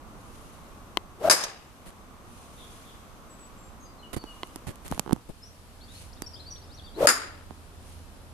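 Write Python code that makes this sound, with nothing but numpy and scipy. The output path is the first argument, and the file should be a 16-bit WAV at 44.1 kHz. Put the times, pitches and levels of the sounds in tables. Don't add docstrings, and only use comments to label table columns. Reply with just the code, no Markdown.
import sys
import numpy as np
from scipy import signal
from scipy.fft import rfft, irfft, next_fast_len
from scipy.io import wavfile
from scipy.ndimage import uniform_filter1d, minimum_filter1d, map_coordinates

SR = 44100
rng = np.random.default_rng(int(sys.argv[2]) if len(sys.argv) > 2 else 0)


def dump(signal):
    limited = np.clip(np.atleast_2d(signal).T, -1, 1)
    pcm = np.round(limited * 32767).astype(np.int16)
    wavfile.write(sys.argv[1], SR, pcm)


N = 367353

# time in seconds, level in dB.
LOW_NOISE_LEVEL = [(0, -47), (.9, -48), (1.55, -52.5), (2.1, -49), (4.6, -49), (5.25, -52), (6.2, -47.5),
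                   (8.33, -48)]
# frequency in Hz, level in dB per Hz.
AIR_BEFORE_MOVE = [(12, -30), (20, 1), (48, -0.5), (85, -2), (144, -7), (223, -5), (419, -12.5), (954, -13),
                   (1120, -9.5), (1740, -23), (5220, -33), (6320, -30.5), (6860, -34.5), (7450, -32.5),
                   (14000, -36.5)]
AIR_AFTER_MOVE = [(12, -24), (20, 1), (90, -4), (140, -9.5), (278, -12.5), (319, -16.5), (1220, -20),
                  (2060, -27), (2630, -26), (4810, -28), (5510, -29), (6150, -31), (10100, -29.5),
                  (12900, -34), (14000, -39)]
# frequency in Hz, likeness (1 = same).
PORT_LIKENESS = [(60, 0.42), (180, 0.69), (540, 0.87), (1630, 0.045), (4900, 0.0395), (14700, 0.01)]
# frequency in Hz, left minus right in dB.
AIR_LEAN = [(60, -7.5), (110, 0), (200, 0.5), (380, 2.5), (690, 2.5), (1280, -1.5), (2350, 1.0), (4340, 2),
            (7990, 1), (14700, 2.5)]
MOVE_S = 5.2
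HISS_DB, MOVED_HISS_DB = -56.5, -62
HUM_HZ, HUM_SAG_HZ_PER_S, HUM_DB, HUM_RISE_S = 84.4, 0.798, -52, 0.76

# frequency in Hz, time to die by 60 dB in seconds.
TREE_ECHO = [(2000, 1), (8000, 0.18)]
# start in seconds, length in seconds, first and last pitch in Hz, level in dB.
HOARSE_CALLS = [(2.557, .11, 3760, 3260, -57), (2.829, 0.11, 3650, 3240, -61)]
# start in seconds, length in seconds, pitch before bending in Hz,
# level in dB.
SONG_WHISTLES = [(3.29, .07, 7800, -60), (3.385, .1, 7900, -59.5), (3.569, .13, 7530, -64),
                 (3.799, 0.084, 6460, -61), (3.848, 0.076, 4830, -65), (3.982, .05, 4100, -64),
                 (4.025, 0.043, 2910, -54.5), (4.157, 0.09, 4510, -56.5), (4.259, 0.077, 2880, -54)]
SCOOP, SCOOP_S, SAG_PER_S = 0.059, 0.0099, 0.087
# start in seconds, length in seconds, middle pitch in Hz,
# glide in octaves, level in dB.
LOUD_CHIRPS = [(5.419, 0.066, 5590, 0.29, -54.5), (5.808, 0.05, 4530, 0.23, -57.5),
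               (5.88, 0.052, 3780, 0.24, -58.5), (5.946, .042, 4330, .08, -57),
               (6.126, .016, 5240, 0.68, -56), (6.218, 0.037, 4830, -0.053, -54.5),
               (6.263, 0.018, 5580, 0.095, -43), (6.332, 0.028, 5000, 0.027, -48.5),
               (6.356, 0.023, 3410, .29, -54.5), (6.395, .022, 4150, 0.21, -50),
               (6.46, 0.036, 4590, 0.11, -49.5), (6.504, .027, 5830, -0.041, -42.5),
               (6.556, .02, 3840, 0.59, -54.5), (6.615, .04, 4920, 0.44, -62),
               (6.712, 0.052, 5190, 0.57, -57), (6.768, 0.038, 3850, -0.58, -54.5),
               (6.831, 0.043, 4660, -.08, -57), (6.86, 0.037, 3460, -.2, -55.5),
               (6.945, 0.03, 4110, .2, -55)]
# from and to in seconds, lowest and highest pitch in Hz, level in dB.
FAINT_TWITTER = (5.8, 6.9, 3400, 5700, -63)
CHIRP_DROOP = .035

# loudest moment in seconds, half length in seconds, level in dB.
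CLOTHES_RUSTLES = [(0.402, 0.27, -59.5), (2.394, .15, -57.5), (2.72, 0.19, -56), (4.422, 0.19, -60),
                   (4.943, .1, -56), (5.996, 0.082, -51), (7.91, 0.1, -57.5)]
# frequency in Hz, level in dB per Hz.
CLOTH_COLOUR = [(1000, -20), (2500, 1.5), (5000, -2.5), (6500, -0.5), (8000, -3.5), (9800, 2.5),
                (14000, -13)]
# start in seconds, length in seconds, rasp in dB, # low
# rumble in dB, left minus right in dB.
RUBS_AND_SCUFFS = [(1.855, 0.062, -45.5, -49, 1), (4.13, 0.027, -35, -41, -9.5),
                   (4.162, 0.029, -40, -34.5, -12), (4.667, 0.06, -41, -35, -7), (4.847, 0.042, -42.5, -45, 1),
                   (4.897, 0.1, -47, -40.5, -1), (5.066, 0.14, -65, -43.5, -9), (5.288, 0.031, -55, -37, 11.5)]
# frequency in Hz, level in dB per Hz.
RASP_COLOUR = [(290, 5), (500, -0.5), (1380, -6.5), (1750, -4.5), (4790, -12.5), (5420, -17.5),
               (9880, -8.5), (12800, -16), (14000, -27)]
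RUMBLE_COLOUR = [(20, 10.5), (50, 6.5), (150, 3.5), (300, 0), (800, -16), (2000, -39)]

# frequency in Hz, width in Hz, dB before the ring setting is added.
CASE_MODES = [(348, 104, 0.5), (724, 140, -3), (1030, 130, 3.5), (2060, 120, -2), (3070, 320, 2),
              (4170, 240, -4.5)]
# frequency in Hz, level in dB per Hz.
SOFT_TOUCH_COLOUR = [(40, -46), (200, 0.5), (400, 7), (850, 13), (1600, -2), (2400, -18.5), (5000, -23),
                     (14000, -32)]
CLICK_COLOUR = [(60, -41), (300, -16), (900, -12), (1600, -27), (4000, -24), (6000, -30), (14000, -21)]
TICK_COLOUR = [(500, -7), (2000, 4.5), (5000, 1.5), (10000, 6.0), (14000, 0.0)]
# last slip in dB, growth in dB per second, middle thump pitch in Hz,
# tick in dB against the slip, left minus right in dB.
FINGER_JUDDER = (-22, 160, 351, -21, -15)
JUDDER_S, SLIP_S = 5.0622, .0153
GRIP_SHIFT = (4.45, 4.97)
CREAK_DB, CREAK_SIDE_DB = -33, -11
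# start in seconds, knock in dB, thump in dB, thump pitch in Hz,
# crisp tick in dB, left minus right in dB.
FINGER_BUMPS = [(4.166, -30, -21, 300, -32, -7), (4.2398, -28.5, -27.5, 316, -36, -5),
                (4.5595, -31, -29.5, 293, -24.5, -5.5), (4.6704, -36, -30, 140, -32, -7),
                (4.88, -51, -50, 200, -27.5, -11), (4.914, -46, -26, 187, -21.5, 13.5),
                (4.924, -21, -33, 69, -38, -13.5), (4.978, -29, -32, 220, -33, -8),
                (4.995, -19.5, -27.5, 169, -9, -12), (5.1297, -25.5, -11, 222, -19.5, -14),
                (5.1627, -35, -37.5, 260, -46, -15), (6.221, -31.5, -27, 284, -17.5, -7),
                (7.508, -33.5, -35.5, 254, -57, -14)]
# start in seconds, level in dB, left minus right in dB.
CASE_CLICKS = [(0.9722, -3.8, 5.5), (4.4329, -13, -7)]

# frequency in Hz, time to die by 60 dB in seconds.
BAY_ECHO = [(150, 0.65), (600, 0.59), (1500, 0.49), (3000, 0.58), (5000, 0.41), (9000, 0.35), (14000, 0.26)]
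# frequency in Hz, level in dB per Hz.
SLAP_COLOUR = [(200, -14), (1000, -1), (2500, -5.5), (3400, -7.0), (4300, -2.5), (5900, 5), (7500, -8.5),
               (10000, -9), (14000, -18)]
WAKE_COLOUR = [(35, -32), (80, -5), (200, -2.5), (700, 0.5), (1600, -14.0), (3000, -18.0), (6000, -24.5),
               (14000, -26)]
SLAP_S = 1.438
# fastest moment in seconds, seconds before it at half speed, top pitch in Hz, level in dB,
# throb period in seconds, throb depth in dB, octave in dB and hiss in dB against the whistle,
# left minus right in dB.
DOWNSWINGS = [(1.283, .098, 680, -22.5, .034, 6, -18, -7, 3),
              (7.054, .1, 580, -19.5, .0225, 3, -22, -6.5, 2.5)]
FOLLOW_THROUGH_S = .085
SWING_SHAPE = 2.5
LOUDNESS_POWER = 5.3
# time in seconds, crack peak in dB before side shading and limiter, floor and near walls
# in dB, time for the walls to die by 60 dB in seconds, roof in dB, side wall delay in seconds,
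# side wall in dB against the near walls.
BALL_STRIKES = [(1.2988, 3, -2.5, 0.18, -13, 0.011, -0.5), (7.0712, 7, -2.5, 0.2, -14, 0.016, -1.5)]
# frequency in Hz, width in Hz,
# dB before the ring setting is added.
FIRST_HEAD = [(1170, 140, -5), (1640, 160, -5), (3880, 250, -12), (4830, 140, -1), (5090, 150, 0),
              (6250, 100, -7), (6550, 100, -7), (7040, 180, -10), (8420, 90, -11), (9570, 140, -10),
              (10300, 100, -12)]
SECOND_HEAD = [(1370, 160, -2), (1850, 240, -6), (3800, 180, -15), (4830, 150, -5), (5080, 180, -5),
               (6680, 140, -7), (7050, 190, -7), (8350, 150, -13), (9070, 160, -9), (10350, 150, -13),
               (11500, 150, -15)]
# frequency in Hz, level in dB per Hz.
FIRST_CRACK = [(59, -36), (100, -19.5), (471, -7), (617, -4), (933, -3.5), (1200, -5), (2730, -9.5),
               (3230, -16), (3730, -14), (4220, -15), (4980, -8), (5870, -7.5), (9850, -7), (12600, -12.5),
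               (14000, -38.5)]
SECOND_CRACK = [(59, -63), (100, -38), (270, -9.5), (400, -10), (502, -10.5), (895, -10), (1410, 1.5),
                (3030, -18), (4220, -17), (4980, -3.5), (6000, -23), (6790, -4.5), (7850, -16), (9650, -10),
                (12500, -20.5), (14000, -24)]
# frequency in Hz, left minus right in dB.
DRIVE_SHADE = [(200, 0), (1000, 1.5), (2500, 2), (5000, 3), (9000, 2.5), (13000, 5)]
TOP_HZ = 14000


def amp(db):
    return 10 ** (np.asarray(db) / 20)


def unit(x):
    return x / np.sqrt(np.mean(x ** 2) + 1e-20)


def crest(x):
    return x / np.abs(x).max()


def along(points, hz):
    f, v = np.transpose(points)
    return np.interp(np.log(hz + 1), np.log(f + 1), v)


def curves(rows):
    s, *cols = np.transpose(rows)
    return [np.interp(np.arange(N) / SR, s, c) for c in cols]


def wobble(rate):
    points = rng.standard_normal(int(N * rate / SR) + 4)
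    return map_coordinates(points, [np.arange(N) * rate / SR])


def fade(t, t60):
    return (t >= 0) * np.exp(-np.log(1000) * np.abs(t) / t60)


def pan(db):
    return amp(np.array([[db], [-db]]) / 2)


def add(track, s, x):
    part = track[:, round(s * SR):][:, :x.shape[-1]]
    part += x[..., :part.shape[1]]


def filtered(x, response):
    n = x.shape[-1]
    m = next_fast_len(n + 8192)
    return irfft(rfft(x, m) * response(np.fft.rfftfreq(m, 1 / SR)), m)[..., :n]


def noise(spectrum, size):
    return unit(filtered(rng.standard_normal((2, size)), lambda hz: amp(along(spectrum, hz))))


def struck(modes, spectrum, ring_db, size=8192):
    hz = np.fft.rfftfreq(size, 1 / SR)
    power = amp(along(spectrum, hz)) ** 2 + 1e-12
    for centre, width, db in modes:
        damping = (hz * width) ** 2
        power += amp(db + ring_db) ** 2 * damping / ((centre ** 2 - hz ** 2) ** 2 + damping)
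    cepstrum = irfft(np.log(power) / 2)
    cepstrum[1:size // 2] *= 2
    cepstrum[size // 2 + 1:] = 0
    return irfft(np.exp(rfft(cepstrum)))[:size // 2]


def tail(decays):
    hz, t, z = signal.stft(rng.standard_normal((2, SR)), SR, nperseg=256)
    dying = z * fade(t, along(decays, hz)[:, None])
    return signal.istft(dying, SR, nperseg=256)[1][:, :SR]


def echo(x, decays):
    h = tail(decays)
    return signal.fftconvolve(x[None], h / np.linalg.norm(h[0]), axes=1)[:, :N]


def ports(pair):
    def shares(hz):
        turn = np.arccos(np.clip(along(PORT_LIKENESS, hz), -1, 1)) / 2
        return np.array([np.cos(turn), np.sin(turn)])

    mid, side = filtered(pair, shares)
    return np.array([mid + side, mid - side])


def open_air(split_hz=2000):
    low_noise_db, = curves(LOW_NOISE_LEVEL)
    moved = np.clip((np.arange(N) / SR - MOVE_S) / 0.029, 0, 1)
    hiss_db = HISS_DB + (MOVED_HISS_DB - HISS_DB) * moved
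    air = ports(np.sqrt(1 - moved) * noise(AIR_BEFORE_MOVE, N) + np.sqrt(moved) * noise(AIR_AFTER_MOVE, N))
    air = filtered(air, lambda hz: amp(along(AIR_LEAN, hz) * np.array([[1], [-1]]) / 2))
    low = filtered(air, lambda hz: 1 / (1 + (hz / split_hz) ** 4))
    low_noise = amp(low_noise_db) * unit(low)
    hiss = amp(hiss_db + 1.2 * wobble(2.82)) * unit(air - low)
    return low_noise + hiss


def motor():
    t = np.maximum(np.arange(N) / SR - MOVE_S, 0)
    pitch_hz = HUM_HZ - HUM_SAG_HZ_PER_S * t + 0.79 * wobble(3.2)
    hum = unit(np.sin(2 * np.pi * np.cumsum(pitch_hz) / SR))
    rise = 1 - np.exp(-t / HUM_RISE_S)
    return pan(-2.5) * amp(HUM_DB + 2.0 * wobble(19)) * rise * hum


def hoarse_bird(rasp=1.4):
    calls = np.zeros((1, N))
    for s, length, start_hz, end_hz, db in HOARSE_CALLS:
        u = np.linspace(0, 1, int(length * SR))
        pitch_hz = start_hz + (end_hz - start_hz) * u
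        phase = 2 * np.pi * np.cumsum(pitch_hz) / SR + rasp * wobble(599)[:len(u)]
        add(calls, s, amp(db) * unit(np.sin(np.pi * u) * np.sin(phase)))
    return amp(-4.0) * calls + amp(-2.0) * echo(calls[0], TREE_ECHO)


def note(hz, db, quaver, flutter_db):
    u = np.linspace(0, 1, len(hz))
    knots = np.linspace(0, 1, 14)
    waver, flutter = (np.interp(u, knots, v) for v in rng.standard_normal((2, 14)))
    tone = np.sin(2 * np.pi * np.cumsum(hz * (1 + quaver * waver)) / SR)
    swell = np.abs(np.sin(np.pi * u)) ** .5
    return amp(db) * unit(swell * amp(flutter_db * flutter) * tone)


def songbird(side_db=6, faint_count=7):
    song = np.zeros((1, N))
    for s, length, hz, db in SONG_WHISTLES:
        t = np.arange(int(length * SR)) / SR
        bend = 1 + SCOOP * np.exp(-t / SCOOP_S) - SAG_PER_S * t
        add(song, s, note(hz * bend, db, quaver=0.0083, flutter_db=3.0))
    first_s, last_s, low_hz, high_hz, faint_db = FAINT_TWITTER
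    chirps = list(LOUD_CHIRPS)
    for k, (when, pitch, glide) in enumerate(rng.random((faint_count, 3))):
        s = first_s + (last_s - first_s) * (k + when) / faint_count
        chirps.append((s, .025, low_hz + (high_hz - low_hz) * pitch, glide / 2, faint_db))
    for s, length, hz, glide, db in chirps:
        u = np.linspace(-.5, .5, int(length * SR))
        octaves = glide * u - CHIRP_DROOP * (2 * u) ** 2
        add(song, s, note(hz * 2 ** octaves, db, quaver=0.019, flutter_db=3.5))
    return pan(side_db) * song + amp(-4) * echo(song[0], TREE_ECHO)


def rustles(grain_db=1.5):
    t = np.arange(N) / SR
    level = sum(amp(db) * np.exp(-((t - s) / half) ** 2) for s, half, db in CLOTHES_RUSTLES)
    return level * amp(grain_db * wobble(90)) * noise(CLOTH_COLOUR, N)


def rubs():
    out = np.zeros((2, N))
    for s, length, rasp_db, rumble_db, side_db in RUBS_AND_SCUFFS:
        n = int(length * SR)
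        stroke = np.sin(np.pi * np.linspace(0, 1, n) ** 0.53)
        slips = amp(3.5 * np.interp(np.arange(n), np.linspace(0, n, 40), rng.standard_normal(40)))
        rasp = amp(rasp_db) * unit(slips * noise(RASP_COLOUR, n))
        rumble = amp(rumble_db) * noise(RUMBLE_COLOUR, n)
        add(out, s, pan(side_db) * stroke * (rasp + rumble))
    return out


def judder(count=5):
    last_db, growth, hz, tick_db, side_db = FINGER_JUDDER
    levels = last_db - growth * SLIP_S * np.arange(count)[::-1]
    touches = []
    for k, (late, shift) in enumerate(rng.standard_normal((count, 2))):
        s, db = JUDDER_S + (k + .06 * late) * SLIP_S, levels[k]
        touches.append((s, db, db, hz * 2 ** (.15 * shift), db + tick_db, side_db))
    return touches


def creaks(body_db=-18, count=6):
    first_s, last_s = GRIP_SHIFT
    touches = []
    for when, weak in rng.random((count, 2)):
        s, dull_db = first_s + (last_s - first_s) * when, CREAK_DB + body_db
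        touches.append((s, dull_db, dull_db, 200, CREAK_DB - 8 * weak, CREAK_SIDE_DB))
    return touches


def bumps(port_turn=0.81):
    out, t = np.zeros((2, N)), np.arange(SR // 10) / SR
    knock = crest(struck(CASE_MODES, SOFT_TOUCH_COLOUR, ring_db=-10.5, size=2 * len(t)))
    for s, knock_db, thump_db, thump_hz, tick_db, side_db in FINGER_BUMPS + judder() + creaks():
        cycles = t * thump_hz
        flex = np.sin(2 * np.pi * cycles + port_turn * np.array([[1], [0]]))
        thump = crest(flex * cycles * fade(cycles, 2.4))
        tick = crest(noise(TICK_COLOUR, len(t)) * fade(t, 0.0082))
        touch = amp(knock_db) * knock + amp(thump_db) * thump + amp(tick_db) * tick
        add(out, s, pan(side_db) * touch)
    return out


def clicks(shadow_hz=1800):
    out = np.zeros((2, N))
    click = crest(struck(CASE_MODES, CLICK_COLOUR, ring_db=8.5))
    for s, db, side_db in CASE_CLICKS:
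        add(out, s, pan(side_db) * amp(db) * click)
    return filtered(out, lambda hz: 1 / (1 + 1j * hz / shadow_hz * np.array([[0], [1]])))


def slap(db=-18.0, room_db=-15, brush_db=-9):
    t = np.arange(N) / SR - SLAP_S
    blow = fade(t, .05) + amp(brush_db) * fade(-t, .07)
    smack = amp(db) * noise(SLAP_COLOUR, N) * blow
    return smack + amp(room_db) * echo(smack[0], BAY_ECHO)


def swish(swing):
    s, half_speed_s, top_hz, db, throb_s, throb_db, octave_db, hiss_db, side_db = swing
    t = np.arange(N) / SR - s
    half_s = np.where(t < 0, half_speed_s, FOLLOW_THROUGH_S)
    speed = 1 / (1 + np.abs(t / half_s) ** SWING_SHAPE)
    throb = throb_db * speed * np.cos(2 * np.pi * t / throb_s)
    level = amp(db + throb) * speed ** LOUDNESS_POWER
    phase = 2 * np.pi * np.cumsum(top_hz * speed) / SR

    def eddies(rate):
        return wobble(rate) + 1j * wobble(rate)

    whistle = unit(np.real((1 + .55 * eddies(280)) * np.exp(1j * phase)))
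    octave = unit(np.real(eddies(600) * np.exp(2j * phase)))
    tone = level * (whistle + amp(octave_db) * octave)
    wake_level = np.abs(uniform_filter1d(level, size=1500))
    hiss = amp(hiss_db) * wake_level * ports(noise(WAKE_COLOUR, N))
    return pan(side_db) * (tone + hiss) + amp(-16.0) * echo(tone, BAY_ECHO)


def drive(strike, head, crack, ring_db, uneven_db, mat_db=6):
    s, db, walls_db, walls_t60, roof_db, wall_s, wall_db = strike
    t = np.arange(SR) / SR
    blow = struck(head, crack, ring_db)
    floor = amp(mat_db) * fade(t, .018)
    side_wall = amp(wall_db) * fade(t - wall_s, 0.098)
    near = floor + fade(t, walls_t60) + side_wall
    scatter = amp(walls_db) * near * rng.standard_normal((2, SR)) + amp(roof_db) * tail(BAY_ECHO)
    clumps = amp(uneven_db * np.clip(t / 0.2, 0, 1) * wobble(173.6)[:SR])
    out = np.zeros((2, N))
    add(out, s, amp(db) * crest(blow))
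    add(out, s, signal.fftconvolve(ports(scatter) * clumps, blow[None] / np.linalg.norm(blow), axes=1))
    half = np.array([[.5], [-.5]])
    lead_s = .00009

    def sides(hz):
        return amp(half * along(DRIVE_SHADE, hz)) * np.exp(2j * np.pi * hz * lead_s * half)

    return filtered(out, sides)


def scene():
    background = open_air() + motor() + hoarse_bird() + songbird()
    handling = rustles() + rubs() + bumps() + clicks()
    first = swish(DOWNSWINGS[0]) + drive(BALL_STRIKES[0], FIRST_HEAD, FIRST_CRACK, ring_db=3.5, uneven_db=2.2)
    second = swish(DOWNSWINGS[1]) + drive(BALL_STRIKES[1], SECOND_HEAD, SECOND_CRACK, ring_db=0, uneven_db=1.6)
    return background + handling + slap() + first + second


def record(dry, release_s=0.11):
    t = np.arange(N) / SR
    ahead = round(.0095 * SR)
    excess_db = np.maximum(20 * np.log10(np.abs(dry).max(0) + 1e-9), 1e-6)
    excess_db = -minimum_filter1d(-excess_db, ahead, origin=-(ahead // 2))
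    duck_db = np.exp(np.maximum.accumulate(np.log(excess_db) + t / release_s) - t / release_s)
    limited = dry * amp(-uniform_filter1d(duck_db, size=40))
    return filtered(limited, lambda hz: 1 / np.sqrt(1 + (hz / TOP_HZ) ** 160))


dry = scene()
out = record(dry)
dump(out)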